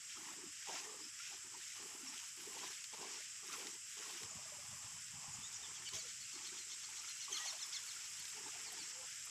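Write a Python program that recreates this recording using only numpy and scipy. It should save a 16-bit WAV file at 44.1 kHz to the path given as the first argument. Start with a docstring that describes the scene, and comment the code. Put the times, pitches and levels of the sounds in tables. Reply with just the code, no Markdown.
"""Milking a cow by hand

Outdoors, jets of milk bore into the froth in a bucket. They splatter, make the froth fizz, and drag
air under the surface, which bubbles up and rings the bucket's hollow. A small bird peeps, then chatters
in falling chirps. Straw snaps, cloth rustles, and the hand-held microphone bumps and creaks softly.
A steady high hiss lies under everything, and left and right sound almost the same."""
import sys
import numpy as np
from scipy import signal
from scipy.fft import rfft, irfft, next_fast_len
from scipy.io import wavfile
from scipy.ndimage import uniform_filter1d, map_coordinates

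SR = 44100
rng = np.random.default_rng(int(sys.argv[2]) if len(sys.argv) > 2 else 0)


def waveform_to_disk(signal):
    """Save audio, clipped to [-1, 1], as 16-bit WAV at the path in sys.argv[1]."""
    frames = np.transpose(np.atleast_2d(signal))
    scaled = np.clip(frames, -1, 1) * 32767
    samples = np.round(scaled).astype(np.int16)
    wavfile.write(sys.argv[1], SR, samples)


N = 410130

# Tone colours, which say how strong each frequency is: (frequency [Hz], gain [dB])
AIR_TONE = [(25, -32.5), (60, -15.5), (100, -8), (170, -13.5), (250, -19.5), (350, -19.5), (520, -22),
            (750, -25), (1050, -26), (1230, -10), (1500, -7), (3000, -3), (3900, -13), (4600, -11),
            (6000, -43)]  # the open air
HISS_TONE = [(3800, -49.5), (4600, -8), (5100, 2), (6000, -1), (6700, 1), (7500, 6.5), (8150, 3.5),
             (8800, -9.5), (10100, -20.5), (12500, -25.5), (15200, -36.5)]  # the steady high hiss
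HOUSING_TONE = [(25, -23.5), (60, -10), (90, 0.5), (115, 4), (160, -2), (260, -10.5), (500, -58.5)]  # the microphone's housing
SPLATTER_TONE = [(450, -23.5), (620, -12), (740, -10), (850, -1), (950, -2), (1060, 1.5), (1170, 2),
                 (1280, 1), (1480, -9), (2200, -34.5)]  # the higher ringing of the air in the bucket
HOLLOW_TONE = [(70, -42), (150, -8), (230, -8.5), (310, -0.5), (370, 4.5), (410, 4.5), (455, 1.5),
               (520, -10.5), (620, -11.5), (800, -41)]  # its lowest ringing
FIZZ_TONE = [(850, -53.5), (1130, -18), (1360, -5.5), (2000, 0), (3100, 1), (4300, -4), (5500, 3.5),
             (7000, 2), (8200, -10.5), (8900, -18), (11000, -21.5), (15000, -35.5)]  # bursting froth
VERY_HIGH_TONE = [(5000, -31.5), (8000, -5), (10200, 4), (12500, -3.5), (15300, -13)]  # fine spray, and rustling cloth too
RASP_TONE = [(500, -37.5), (900, -9), (2000, -25), (3200, 4.5), (4500, -5), (5900, 8.5), (7000, 3.5),
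             (8500, -11), (13000, -28)]  # the bird's rasp
THROAT_TONE = [(1300, -26), (1750, -20), (2150, -10), (2700, -7), (3400, 0.5), (3850, -6.5), (4300, 0),
               (4800, -3), (5350, 7.5), (6300, -2), (7000, 4.5), (8200, -23), (10000, -30)]  # the bird's throat

# Levels below compare the rows of a table; the functions may turn a whole layer up or down.
# Rumble of the hand on the microphone: (time [s], level [dB])
GRIP_RUMBLE = [(0.0, -89), (1.47, -91), (2.7, -84), (3.52, -90), (4.17, -87), (4.5, -68.5), (6.24, -74),
               (6.55, -79), (7.8, -84), (8.3, -76), (9.3, -81.5)]
# Bumps on the microphone: (time [s], peak level [dB])
GRIP_BUMPS = [(4.231, -54), (4.309, -63), (4.36, -50), (4.649, -61), (4.696, -51), (4.728, -51),
              (4.848, -54), (4.939, -58.5), (5.145, -50.5), (5.178, -52), (5.284, -51.5), (5.349, -54),
              (5.387, -50), (5.94, -51), (8.191, -61.5)]
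# Jets plunging into the milk:
# (time [s], length [s], time to the hardest squeeze [s], bubbling level [dB], splatter level [dB])
MILK_JETS = [(0.157, 0.21, 0.037, -61.5, -60.5), (0.356, 0.13, 0.085, -59, -64.5),
             (0.673, 0.19, 0.026, -60, -55.5), (0.843, 0.16, 0.046, -62, -59.5),
             (1, 0.078, 0.057, -64.5, -73), (1.295, 0.094, 0.037, -68.5, -63.5),
             (1.44, 0.058, 0.013, -65, -66.5), (1.516, 0.086, 0.031, -70, -64),
             (1.742, 0.047, 0.028, -77.5, -61), (1.785, 0.1, 0.04, -61.5, -62.5),
             (1.9, 0.2, 0.06, -64, -62.5), (2.044, 0.13, 0.072, -67.5, -63),
             (2.209, 0.047, 0.016, -99, -60.5), (2.368, 0.22, 0.15, -62, -64), (2.528, .19, 0.09, -60, -58),
             (2.922, 0.032, 0.014, -60, -57.5), (2.977, 0.21, 0.037, -59, -56.5),
             (3.423, 0.043, 0.021, -61.5, -62), (3.479, 0.22, 0.13, -60, -59),
             (3.721, 0.038, 0.02, -66, -66), (3.963, 0.2, 0.14, -61.5, -60),
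             (4.196, 0.073, 0.046, -62, -59.5), (4.279, 0.4, 0.098, -76.5, -61.5),
             (4.539, 0.44, 0.31, -83, -62), (5.13, 0.45, 0.14, -77, -61), (5.581, 0.14, 0.044, -70, -60.5),
             (5.723, 0.18, 0.075, -76.5, -64), (5.918, 0.073, 0.019, -61, -60.5),
             (6.017, 0.068, 0.021, -69, -64.5), (6.325, 0.17, 0.06, -67, -64),
             (6.51, 0.098, 0.04, -67.5, -65), (6.656, 0.12, 0.036, -76.5, -70),
             (6.809, 0.29, 0.18, -79, -65), (7.28, 0.11, 0.03, -66, -59.5),
             (7.389, 0.33, 0.072, -77.5, -59.5), (7.69, 0.99, 0.17, -82.5, -67), (8.34, .16, .1, -64, -63),
             (8.543, 0.123, 0.06, -68, -65.5), (8.664, 0.22, 0.13, -66, -65.5),
             (8.887, 0.17, 0.14, -73.5, -62.5), (9.249, 0.097, 0.044, -74, -63.5)]
# Jets raking the froth: (time [s], length [s], fizz level [dB], spray level [dB])
FROTH_JETS = [(0.094, 0.06, -54, -72), (0.17, 0.17, -56.5, -65), (0.512, 0.17, -60, -72.5),
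              (0.629, 0.099, -54, -67), (0.698, 0.11, -50, -63), (0.808, 0.064, -55.5, -62),
              (0.89, 0.28, -62.5, -70), (1.183, 0.17, -52.5, -68.5), (1.56, 0.27, -55, -66.5),
              (1.829, 0.19, -62, -62), (2.013, 0.29, -55.5, -63.5), (2.359, 0.17, -58.5, -60.5),
              (2.538, 0.21, -51, -60.5), (2.74, 0.084, -57, -65.5), (2.909, 0.088, -56.5, -65.5),
              (3.006, 0.25, -52.5, -64.5), (3.274, 0.17, -62, -73), (3.466, 0.16, -52, -58),
              (3.631, 0.11, -55.5, -63), (3.861, 0.16, -58, -64.5), (3.991, 0.25, -52.5, -61.5),
              (4.3, 0.2, -61, -74), (4.438, 0.683, -61, -66), (5.119, 0.45, -61.5, -72),
              (5.589, 0.46, -64, -77), (5.924, 0.07, -54.5, -61), (6.021, 0.79, -58, -70),
              (6.852, 0.4, -56.5, -66), (7.294, 0.24, -51.5, -59.5), (7.519, 0.86, -55.5, -63),
              (8.344, 0.57, -55.5, -65), (8.88, 0.42, -58.5, -67.5)]
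# How each part of a jet's sound swells and fades:
# (head start [s], rise time [s], drop away from the crest [dB per jet length], time to fade 60 dB [s])
SPLATTER_SWELL = (0.022, 0.034, 9, 0.19)
FIZZ_SWELL = (0.029, 0.043, 4.9, 0.18)
SPRAY_SWELL = (0.0056, 0.01, 5.7, 0.17)
BUBBLING_SWELL = (0.0011, 0.013, 7.9, 0.07)
# The hollow's note as the jet digs a pit in the milk: (time [s], pitch [Hz])
PIT_NOTE = [(.17, 335.4), (.42, 364.8), (.49, 302), (.7, 338.6), (.82, 386), (.93, 418), (1.0, 401),
            (1.07, 291.5), (1.32, 371), (1.5, 352), (1.8, 379), (1.92, 409), (2.0, 366.4), (2.08, 265.6),
            (2.16, 368), (2.38, 371.8), (2.55, 399.5), (2.7, 362.6), (2.95, 389.2), (3.15, 432),
            (3.45, 371.3), (3.6, 412), (3.73, 355.7), (4.0, 428), (4.09, 431.6), (4.15, 341), (4.22, 429.4),
            (5.65, 409.6), (5.95, 371), (6.05, 481), (6.36, 350.3), (6.55, 377.6), (8.4, 420.5),
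            (8.47, 388), (8.62, 430.7), (8.72, 420), (8.82, 332.6), (8.95, 498)]
# Big drops in the milk: (time [s], level [dB], pitch [Hz], ring time [cycles])
BIG_DROPS = [(0.172, -39, 1300, 4.3), (0.394, -50, 323, 3.5), (0.465, -50, 254, 4.2),
             (0.694, -27, 863, 3.5), (0.846, -40, 1820, 18), (1.049, -52, 234, 3.6),
             (1.198, -37.5, 1370, 15), (1.825, -46.5, 370, 3.9), (2.03, -41.5, 262, 4.2),
             (2.099, -48, 231.5, 5.4), (2.634, -34, 950, 4.6), (2.637, -43, 420, 4.7),
             (2.934, -37.5, 850, 5.5), (3.532, -36, 1330, 9), (5.931, -41.5, 1002, 6), (5.944, -57, 190, 4),
             (7.281, -34, 1113, 6.7), (3.64, -50.5, 261.6, 4.6), (8.195, -58, 340, 3.7),
             (8.463, -49.5, 854, 8.2), (8.466, -49, 321, 4.2)]
# Clumps of bubbles: (time [s], length [s], pitch [Hz], width [octaves], level [dB])
BUBBLE_CLUMPS = [(0.253, 0.068, 990, 0.3, -60), (0.31, 0.04, 660, 0.28, -68),
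                 (0.682, 0.035, 721, 0.95, -55), (0.719, .05, 800, 0.65, -59),
                 (1.303, 0.051, 780, 0.2, -64), (1.532, 0.033, 965, 0.27, -60.5),
                 (2.561, 0.022, 898, .4, -55), (2.629, 0.019, 1020, 0.66, -51.5),
                 (2.932, 0.032, 608, 1, -65), (2.986, 0.089, 722, 0.31, -66),
                 (3.186, 0.036, 605, 0.92, -69), (3.487, 0.1, 1226, 0.33, -56.5),
                 (5.208, 0.047, 858, 0.22, -64), (5.931, 0.029, 700, 0.98, -65),
                 (6.35, 0.099, 846, .2, -70), (6.874, 0.052, 918, 0.2, -66.5),
                 (7.437, 0.041, 754, 0.37, -63), (7.504, 0.065, 720, 0.28, -63),
                 (8.356, 0.041, 862, 0.22, -63), (8.438, 0.052, 860, 0.19, -59.5),
                 (8.521, 0.053, 803, 0.26, -62.5), (8.658, 0.042, 861, 0.32, -62),
                 (8.703, 0.056, 772, 0.26, -63.5), (8.763, 0.049, 906, 0.2, -62),
                 (8.994, 0.073, 854, 0.37, -69.5)]
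# Gurgles of trapped air: (time [s], length [s], start pitch [Hz], end pitch [Hz], level [dB])
AIR_POCKETS = [(.83, 0.11, 401.5, 441, -62.5), (2.052, 0.084, 246, 233.5, -65),
               (5.94, 0.064, 670, 633, -62.5), (5.815, 0.044, 350, 376, -69.5),
               (6.04, 0.034, 470, 490, -68.5), (7.322, 0.14, 1260, 1250, -59), (8.92, 0.15, 517, 509, -69)]
# Short bird notes: (time [s], length [s], start pitch [Hz], end pitch [Hz], level [dB])
BIRD_PEEPS = [(1.007, 0.056, 4730, 5500, -55), (2.069, 0.024, 5510, 5500, -46),
              (4.29, 0.0333, 6940, 7090, -51), (5.324, 0.033, 7090, 6860, -48),
              (5.421, 0.054, 3350, 3910, -54), (5.419, 0.067, 6920, 6730, -51),
              (5.534, .025, 7270, 7000, -48), (5.556, 0.019, 5900, 5650, -51.5),
              (5.64, 0.045, 6900, 6040, -56), (5.737, 0.052, 3295, 3230, -63),
              (5.854, 0.032, 3135, 2950, -47), (5.957, 0.022, 3440, 3340, -56),
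              (7.198, 0.029, 3055, 2754, -56), (7.2, 0.025, 6200, 5480, -50),
              (7.315, 0.04, 3240, 2970, -46.5), (7.319, 0.03, 6350, 6030, -40),
              (7.374, 0.091, 1980, 1860, -55), (7.585, 0.016, 2940, 4100, -54.5),
              (7.725, 0.016, 2930, 4230, -50), (7.723, 0.02, 4480, 6480, -44.5),
              (8.826, 0.024, 5580, 5500, -49.5)]
# Straw snapping underfoot: (time [s], level [dB], pitch [Hz])
STRAW_SNAPS = [(2.8409, -35.5, 5540), (3.6693, -35.5, 5500), (4.232, -38, 7000), (5.8876, -37, 1910),
               (8.253, -37, 5500), (8.301, -40, 5940)]
# Light, hollow knocks of the creaking grip: (time [s], level [dB], pitch [Hz])
HOLLOW_KNOCKS = [(4.312, -56, 646), (4.385, -55, 617), (4.456, -54.5, 641), (4.52, -50, 597),
                 (4.584, -54, 583), (4.728, -59, 597)]
# Falling chirps: (time of the crest [s], length [s], top pitch [Hz], fall [octaves],
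# bend [1 = straight, more = a late drop], level [dB], upper overtones [dB], rasp [dB], hoarseness [0-1])
BIRD_CHIRPS = [(5.552, .03, 2384, 0.35, 1.4, -63.5, -10.5, 8.5, .9),
               (5.629, 0.044, 1867, 0.29, 0.81, -54.5, -11, -11, 0.83),
               (5.765, 0.034, 2340, 0.17, 1.4, -61, -5, 6, 0.8),
               (5.871, 0.033, 2290, 0.32, 3, -51.5, -14, -3, .15),
               (5.982, .04, 2315, 0.27, 1.8, -53, -2, -11, .45),
               (6.09, 0.033, 2250, 0.17, 1.6, -59, -4.5, 5, .9),
               (6.203, 0.047, 2227, 0.1, 2, -59, -12.5, -1, 0.77),
               (6.327, 0.036, 2260, .12, 1.06, -56.5, -7, 1, 0.92),
               (6.461, 0.032, 2165, 0.17, 1.2, -54.5, -7.5, 1.5, .9),
               (6.581, 0.047, 2165, 0.13, 1.1, -57, -9, 4, 0.46),
               (6.718, .028, 2215, 0.32, 1.33, -55, -1, 3, 0.54),
               (6.834, .022, 2228, 0.088, 1.25, -55.5, -8, 2, .6),
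               (6.978, 0.023, 2150, 0.22, 1.3, -56, -2, 2, 0.77),
               (7.09, 0.028, 2147, 0.078, 1.2, -53.5, -11, 2, 0.32),
               (7.221, 0.034, 2174, 0.23, 1.64, -52.5, -1, -2, 0.32),
               (7.342, 0.045, 2154, 0.62, 2.6, -44.5, -8, -9, .08),
               (7.471, 0.042, 2310, 0.37, 0.87, -48, -3.5, -12, .1),
               (7.605, 0.038, 2150, 0.35, 1.1, -52, 0.5, -9, .12),
               (7.74, 0.04, 2266, 0.48, 1.2, -48, -6, -6, 0.1),
               (7.876, 0.042, 2290, 0.41, 1.5, -52.5, -9.5, -7, 0.53),
               (8.038, .03, 2260, .2, 1.2, -58.5, -9.5, -1.5, 0.93),
               (8.192, 0.033, 2263, 0.18, 1.2, -57.5, -10, 2, .9),
               (8.645, 0.05, 2406, 0.26, 2.2, -54.5, -12, -4, 0.68),
               (8.785, 0.047, 2360, 0.21, 2.2, -53, -12, -2, .7)]
# Harsh bird calls: (time [s], length [s], level [dB])
BIRD_RASPS = [(5.916, 0.082, -46.5), (7.372, 0.14, -55), (7.436, 0.039, -48)]
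# Ticks of rustling cloth: (time [s], level [dB])
RUSTLE_TICKS = [(6.4697, -50.5), (7.0944, -48), (7.6644, -49), (8.1943, -43.5), (8.2871, -47),
                (8.7244, -42.5), (9.2534, -45)]


def amp(db):
    """Turn decibels into a number to multiply by."""
    return 10 ** (np.asarray(db) / 20)


def unit(x):
    """Scale x to an average strength (rms) of 1."""
    return x / np.sqrt(np.mean(x ** 2) + 1e-20)


def curve(rows):
    """Join (time, value) points with straight lines, one value per sample."""
    return np.interp(np.arange(N) / SR, *np.transpose(rows))


def wobble(rate):
    """A smooth random curve through `rate` new values a second."""
    return map_coordinates(rng.standard_normal(int(N * rate / SR) + 4), [np.arange(N) * rate / SR])


def colour(x, points):
    """Filter x with a tone colour of (Hz, dB) points; the result has strength 1."""
    size = 2 * next_fast_len(len(x) // 2 + 4096)
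    hz, db = np.transpose(points)
    gain = amp(np.interp(np.log(np.fft.rfftfreq(size, 1 / SR) + 1), np.log(hz), db))
    cepstrum = irfft(np.log(gain))
    cepstrum[1:size // 2] *= 2  # folded so the filter rings only after a sound, never before
    cepstrum[size // 2 + 1:] = 0
    return unit(irfft(rfft(x, size) * np.exp(rfft(cepstrum)))[:len(x)])


def noise(points):
    """Noise with the given tone colour."""
    return colour(rng.standard_normal(N), points)


def add(track, s, sound):
    """Mix a sound into the track at s seconds."""
    i = max(round(s * SR), 0)
    track[i:i + len(sound)] += sound[:max(N - i, 0)]


def arch(length):
    """A smooth swell and fade."""
    return np.sin(np.linspace(0, np.pi, int(length * SR)))


def retuned(x, ratio):
    """Play x faster or slower from moment to moment, which shifts its pitch."""
    return map_coordinates(x, [np.cumsum(ratio)], mode="mirror")


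def patchy(x, depth_db):
    """Make random patches of x, about 700 Hz by 40 ms, louder or softer."""
    spectrum = signal.stft(x, nperseg=512)[2]
    patches = uniform_filter1d(rng.standard_normal(spectrum.shape), size=8, axis=0)
    patches = uniform_filter1d(patches, size=7, axis=1)
    return unit(signal.istft(spectrum * amp(depth_db * unit(patches)), nperseg=512)[1][:N])


def whistle(s, length, start_hz, end_hz, detune, strength):
    """One gliding note, bent by the detune and strength curves from time s on."""
    shape = arch(length)
    here = np.minimum(int(s * SR) + np.arange(len(shape)), N - 1)
    pitch = np.linspace(start_hz, end_hz, len(shape)) * detune[here]
    return np.sqrt(2) * shape * strength[here] * np.sin(2 * np.pi * np.cumsum(pitch) / SR)


def bubbles(per_s, low_hz, high_hz, cycles, spread_db, samples):
    """A cloud of bubbles, each ringing briefly and rising in pitch as it nears the surface."""
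    when, pitch, strength, sign = rng.random((int(per_s * N / SR), 4)).T[:, :, None]
    turns = low_hz * (high_hz / low_hz) ** pitch * np.arange(samples) / SR
    ring = np.sin(2 * np.pi * turns * (1 + 0.03 * turns / cycles)) * np.exp(-turns / cycles)
    pops = np.sign(sign - .5) * amp(spread_db * strength ** 2) * ring
    places = (when * N).astype(int) + np.arange(samples)
    return unit(np.bincount(places.ravel(), pops.ravel(), N)[:N])


def squeeze(swell, jets):
    """Loudness over time: each jet starts, swells to its crest and dies away."""
    lead_s, rise_s, sag_db, fade_s = swell
    power, t = np.zeros(N), np.arange(SR) / SR - lead_s
    for s, length, crest_s, db in jets:
        onset = np.clip((t + lead_s) / rise_s, 0, 1)
        fade_db = sag_db * np.abs(t - crest_s) / length + 60 * np.maximum(t - length, 0) / fade_s
        add(power, s - lead_s, (onset * amp(db - fade_db)) ** 2)
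    return np.sqrt(power)


def background(hiss_start_db=-54, rise_db_per_s=0.26):
    """Open air and a steady high hiss that slowly grows."""
    air = amp(-62.5 + 0.42 * wobble(3.6)) * noise(AIR_TONE)
    hiss_db = hiss_start_db + rise_db_per_s * np.arange(N) / SR
    return air + amp(hiss_db + 0.5 * wobble(60)) * noise(HISS_TONE)


def handling(fade_s=0.16, bump_gain_db=-3, rumble_gain_db=-2):
    """The grip shifts on the microphone: dull bumps on a faint rumble."""
    out, t = np.zeros(N), np.arange(SR // 5) / SR
    for s, db in GRIP_BUMPS:
        bump = colour(rng.standard_normal(len(t)) * amp(-60 * t / fade_s), HOUSING_TONE)
        add(out, s - .008, amp(db + bump_gain_db) * bump / np.abs(bump).max())
    return out + amp(curve(GRIP_RUMBLE) + rumble_gain_db) * noise(HOUSING_TONE)


def splatter(beads, octaves_per_db=0.03, wander_octaves=0.05):
    """The jet splatters on the milk; a harder jet traps larger, lower bubbles."""
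    jets = [(s, length, crest, db) for s, length, crest, _, db in MILK_JETS]
    strength = np.hypot(squeeze(SPLATTER_SWELL, jets), amp(-74.5))  # never quite silent
    drops = bubbles(per_s=600, low_hz=616, high_hz=1505, cycles=6.3, spread_db=5, samples=1200)
    plunge_db = 20 * np.log10(strength) + 63  # above zero, the pitch drops
    octaves = wander_octaves * wobble(14) - octaves_per_db * plunge_db
    drops = retuned(colour(drops, SPLATTER_TONE), 2 ** octaves)
    aim = wobble(22)  # the jet wanders over the froth
    return strength * amp(-2.5 + beads + 0.54 * aim) * drops


def fizz(beads, tinkle_db=-12.5):
    """Froth bursts under the jet, and softly between jets; some small bubbles ring on."""
    jets = [(s, length, length / 2, db) for s, length, db, _ in FROTH_JETS]
    strength = np.hypot(squeeze(FIZZ_SWELL, jets), amp(-64))
    pops = bubbles(per_s=2200, low_hz=1165, high_hz=11770, cycles=0.69, spread_db=7.5, samples=100)
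    froth = unit(np.diff(pops, prepend=0)) + rng.standard_normal(N)
    froth = patchy(colour(froth, FIZZ_TONE), depth_db=1.5)  # the colour shifts as the jet wanders
    tinkle = bubbles(per_s=150, low_hz=1298.6, high_hz=6070, cycles=22, spread_db=10.5, samples=1800)
    return strength * amp(0.5 + 1.15 * beads) * (froth + amp(tinkle_db) * tinkle)


def spray(beads):
    """Fine spray from the froth makes a high, flickering hiss that swells with the jets."""
    jets = [(s, length, length / 2, db) for s, length, _, db in FROTH_JETS]
    strength = np.hypot(squeeze(SPRAY_SWELL, jets), amp(-67))
    return strength * amp(-3.5 + 0.4 * beads + 2 * wobble(140)) * noise(VERY_HIGH_TONE)


def bubbling(rest_hz=381.5, waver_octaves=0.0499, note_db=-6, glug_db=2, glugs_per_s=55, gain_db=-2):
    """Air dragged under the surface comes up in glugs and rings the shifting hollow."""
    jets = [(s, length, crest, db) for s, length, crest, db, _ in MILK_JETS]
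    pitch = curve(PIT_NOTE) * 2 ** (waver_octaves * wobble(45))  # the pit never holds still
    deep = bubbles(per_s=300, low_hz=166.6, high_hz=646, cycles=1.35, spread_db=7.5, samples=700)
    hollow = retuned(colour(deep, HOLLOW_TONE), pitch / rest_hz)
    note = np.sqrt(2) * np.sin(2 * np.pi * np.cumsum(pitch) / SR)
    glugs = unit(amp(glug_db * wobble(glugs_per_s)))
    return squeeze(BUBBLING_SWELL, jets) * amp(gain_db) * glugs * (hollow + amp(note_db) * note)


def plops(rise=0.0094, gain_db=-8.5):
    """Each big drop traps one bubble, which rings with a slightly rising pitch."""
    out, t = np.zeros(N), np.arange(SR // 10) / SR
    for s, db, hz, cycles in BIG_DROPS:
        turns = hz * t
        shape = np.exp(-turns / cycles) * (1 - np.exp(-4 * turns / cycles))
        ring = np.sin(2 * np.pi * turns * (1 + rise * turns / cycles))
        add(out, s, amp(db + gain_db) * shape * ring)
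    return out


def sloshes():
    """The jet throws up clumps: brief, rough bursts of bubbles of about one size."""
    out = np.zeros(N)
    cloud = bubbles(per_s=1200, low_hz=295, high_hz=1770, cycles=0.95, spread_db=8.5, samples=400)
    for s, length, hz, width, db in BUBBLE_CLUMPS:
        shape = arch(length)
        band = [(hz * 2 ** (k * width), gain) for k, gain in zip(range(-2, 3), (-40, -8, 0, -8, -40))]
        clump = cloud[int(s * SR):][:len(shape)] * shape
        burst = colour(np.pad(clump, (0, SR // 50)), band)
        add(out, s, amp(db) * burst * np.sqrt(np.sum(shape ** 2) / len(burst)))
    return out


def gurgles(waver=0.025, flutter_db=3):
    """Large air pockets ring at an unsteady, gliding pitch."""
    out = np.zeros(N)
    unsteady = 1 + waver * wobble(90)
    strength = unit(amp(flutter_db * wobble(60)))
    for s, length, start_hz, end_hz, db in AIR_POCKETS:
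        add(out, s, amp(db) * whistle(s, length, start_hz, end_hz, unsteady, strength))
    return out


def peeps(gain_db=-1):
    """The bird whistles short, ragged notes."""
    out = np.zeros(N)
    strength = unit(amp(2.6 * wobble(160)))
    ragged = 1 + .026 * wobble(1100)
    for s, length, start_hz, end_hz, db in BIRD_PEEPS:
        add(out, s, amp(db + gain_db) * whistle(s, length, start_hz, end_hz, ragged, strength))
    return out


def yard(x, fade_s=0.84, echo_s=0.012, echo_db=-10, tail_db=-9):
    """A nearby surface throws back one echo; trees and ground scatter a short tail."""
    t = np.arange(SR // 3) / SR
    tail = rng.standard_normal(len(t)) * amp(-60 * t / fade_s) * (t > .006)
    echoes = amp(tail_db) * tail / np.linalg.norm(tail)
    echoes[int(echo_s * SR)] += amp(echo_db)
    return x + signal.fftconvolve(x, echoes)[:N]


def straw(fade_s=0.027, gain_db=-6):
    """Dry stalks snap in short bursts of noise, each strongest at its own pitch."""
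    out, t = np.zeros(N), np.arange(SR // 10) / SR
    for s, db, hz in STRAW_SNAPS:
        tone = [(800, -22), (1500, -5), (hz, 0), (7800, -5), (9000, -13), (15000, -21)]
        burst = colour(rng.standard_normal(len(t)), tone)
        add(out, s, amp(db + gain_db - 60 * t / fade_s) * burst)
    return out


def knocks(cycles=8, gain_db=-2):
    """The grip creaks as it sticks and slips: a quick run of light, hollow knocks."""
    out, t = np.zeros(N), np.arange(SR // 10) / SR
    for s, db, hz in HOLLOW_KNOCKS:
        turns = hz * t
        shape = np.exp(-turns / cycles) * (1 - np.exp(-turns))
        add(out, s, amp(db + gain_db) * shape * np.sin(2 * np.pi * turns))
    return out


def chirps(rise_s=.016, break_at=0.6, break_share=0.296, edge_s=0.0036, fade_db=1.1, rasp_s=0.027):
    """Each chirp flicks up with a rasp, then slides down; the bird's throat shapes its overtones."""
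    out, t = np.zeros(N), np.arange(-SR // 25, SR // 14) / SR
    rasp_shape = np.exp(-((t + 0.0031) / rasp_s) ** 2)
    jitter = .04 * wobble(1300) + .014 * wobble(160)
    strength = unit(amp(1.6 * wobble(160)))
    rasp_noise = noise(RASP_TONE)
    throat_hz, throat_db = np.transpose(THROAT_TONE)
    for s, length, hz, fall, bend, db, upper_db, rasp_db, hoarse in BIRD_CHIRPS:
        here = slice(int(s * SR), int(s * SR) + len(t))
        along = np.clip(t / length, 0, 1.3)
        voice_break = (1 + np.tanh((t - break_at * length) / .001)) / 2  # a sudden step in pitch
        descent = (1 - break_share) * along ** bend + break_share * voice_break
        octaves_down = np.where(t < 0, 0.29 * (t / rise_s) ** 2, fall * descent)
        fray = hoarse * (.5 + along)  # the note frays as it falls
        pitch = hz * 2 ** -octaves_down * (1 + fray * jitter[here])
        phase = 2 * np.pi * np.cumsum(pitch) / SR
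        tone = sum(amp(np.interp(k * pitch, throat_hz, throat_db) + upper_db * (k > 2))
                   * np.sin(k * phase) for k in range(1, 5))
        swell = (1 + np.tanh(t / edge_s)) * (1 + np.tanh((length - t) / edge_s)) / 4
        note = np.sqrt(2) * swell * amp(-fade_db * along) * tone
        rasp = amp(rasp_db) * rasp_shape * rasp_noise[here]
        add(out, s + t[0], amp(db) * strength[here] * (note + rasp))
    return out


def harsh_calls():
    """The bird scolds in short swells of rough noise."""
    out = np.zeros(N)
    harsh = unit(noise(RASP_TONE) * amp(2.5 * wobble(220)))
    for s, length, db in BIRD_RASPS:
        shape = arch(length)
        add(out, s, amp(db) * shape * harsh[int(s * SR):][:len(shape)])
    return out


def rustles(length_s=0.017, gain_db=-12):
    """Cloth rustles in brief, very high ticks."""
    ticks = np.zeros(N)
    for s, db in RUSTLE_TICKS:
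        add(ticks, s - length_s / 3, amp(db + gain_db) * arch(length_s))
    return ticks * noise(VERY_HIGH_TONE)


def scene():
    """Milking, bird and yard, heard from almost one point."""
    beads = wobble(62)  # the jet breaks into beads, so these three sounds flutter together
    surface = splatter(beads) + fizz(beads) + spray(beads)
    milk = surface + bubbling() + plops() + sloshes() + gurgles()
    grip_and_cloth = knocks() + rustles()
    bird = yard(peeps() + chirps() + harsh_calls())
    mono = background() + handling() + milk + bird + straw() + grip_and_cloth
    # a trace of low noise sets left and right apart
    side = amp(-98.5) * noise([(30, -14), (600, 9.5), (2000, -6.5), (9000, -26)])
    return np.array([mono + side, mono - side])


def record(dry, top_hz=15480):
    """Cut away everything higher than top_hz."""
    size = next_fast_len(N + 8192)
    kept = np.fft.rfftfreq(size, 1 / SR) < top_hz
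    return irfft(rfft(dry, size) * kept, size)[:, :N]


dry = scene()
out = record(dry)
waveform_to_disk(out)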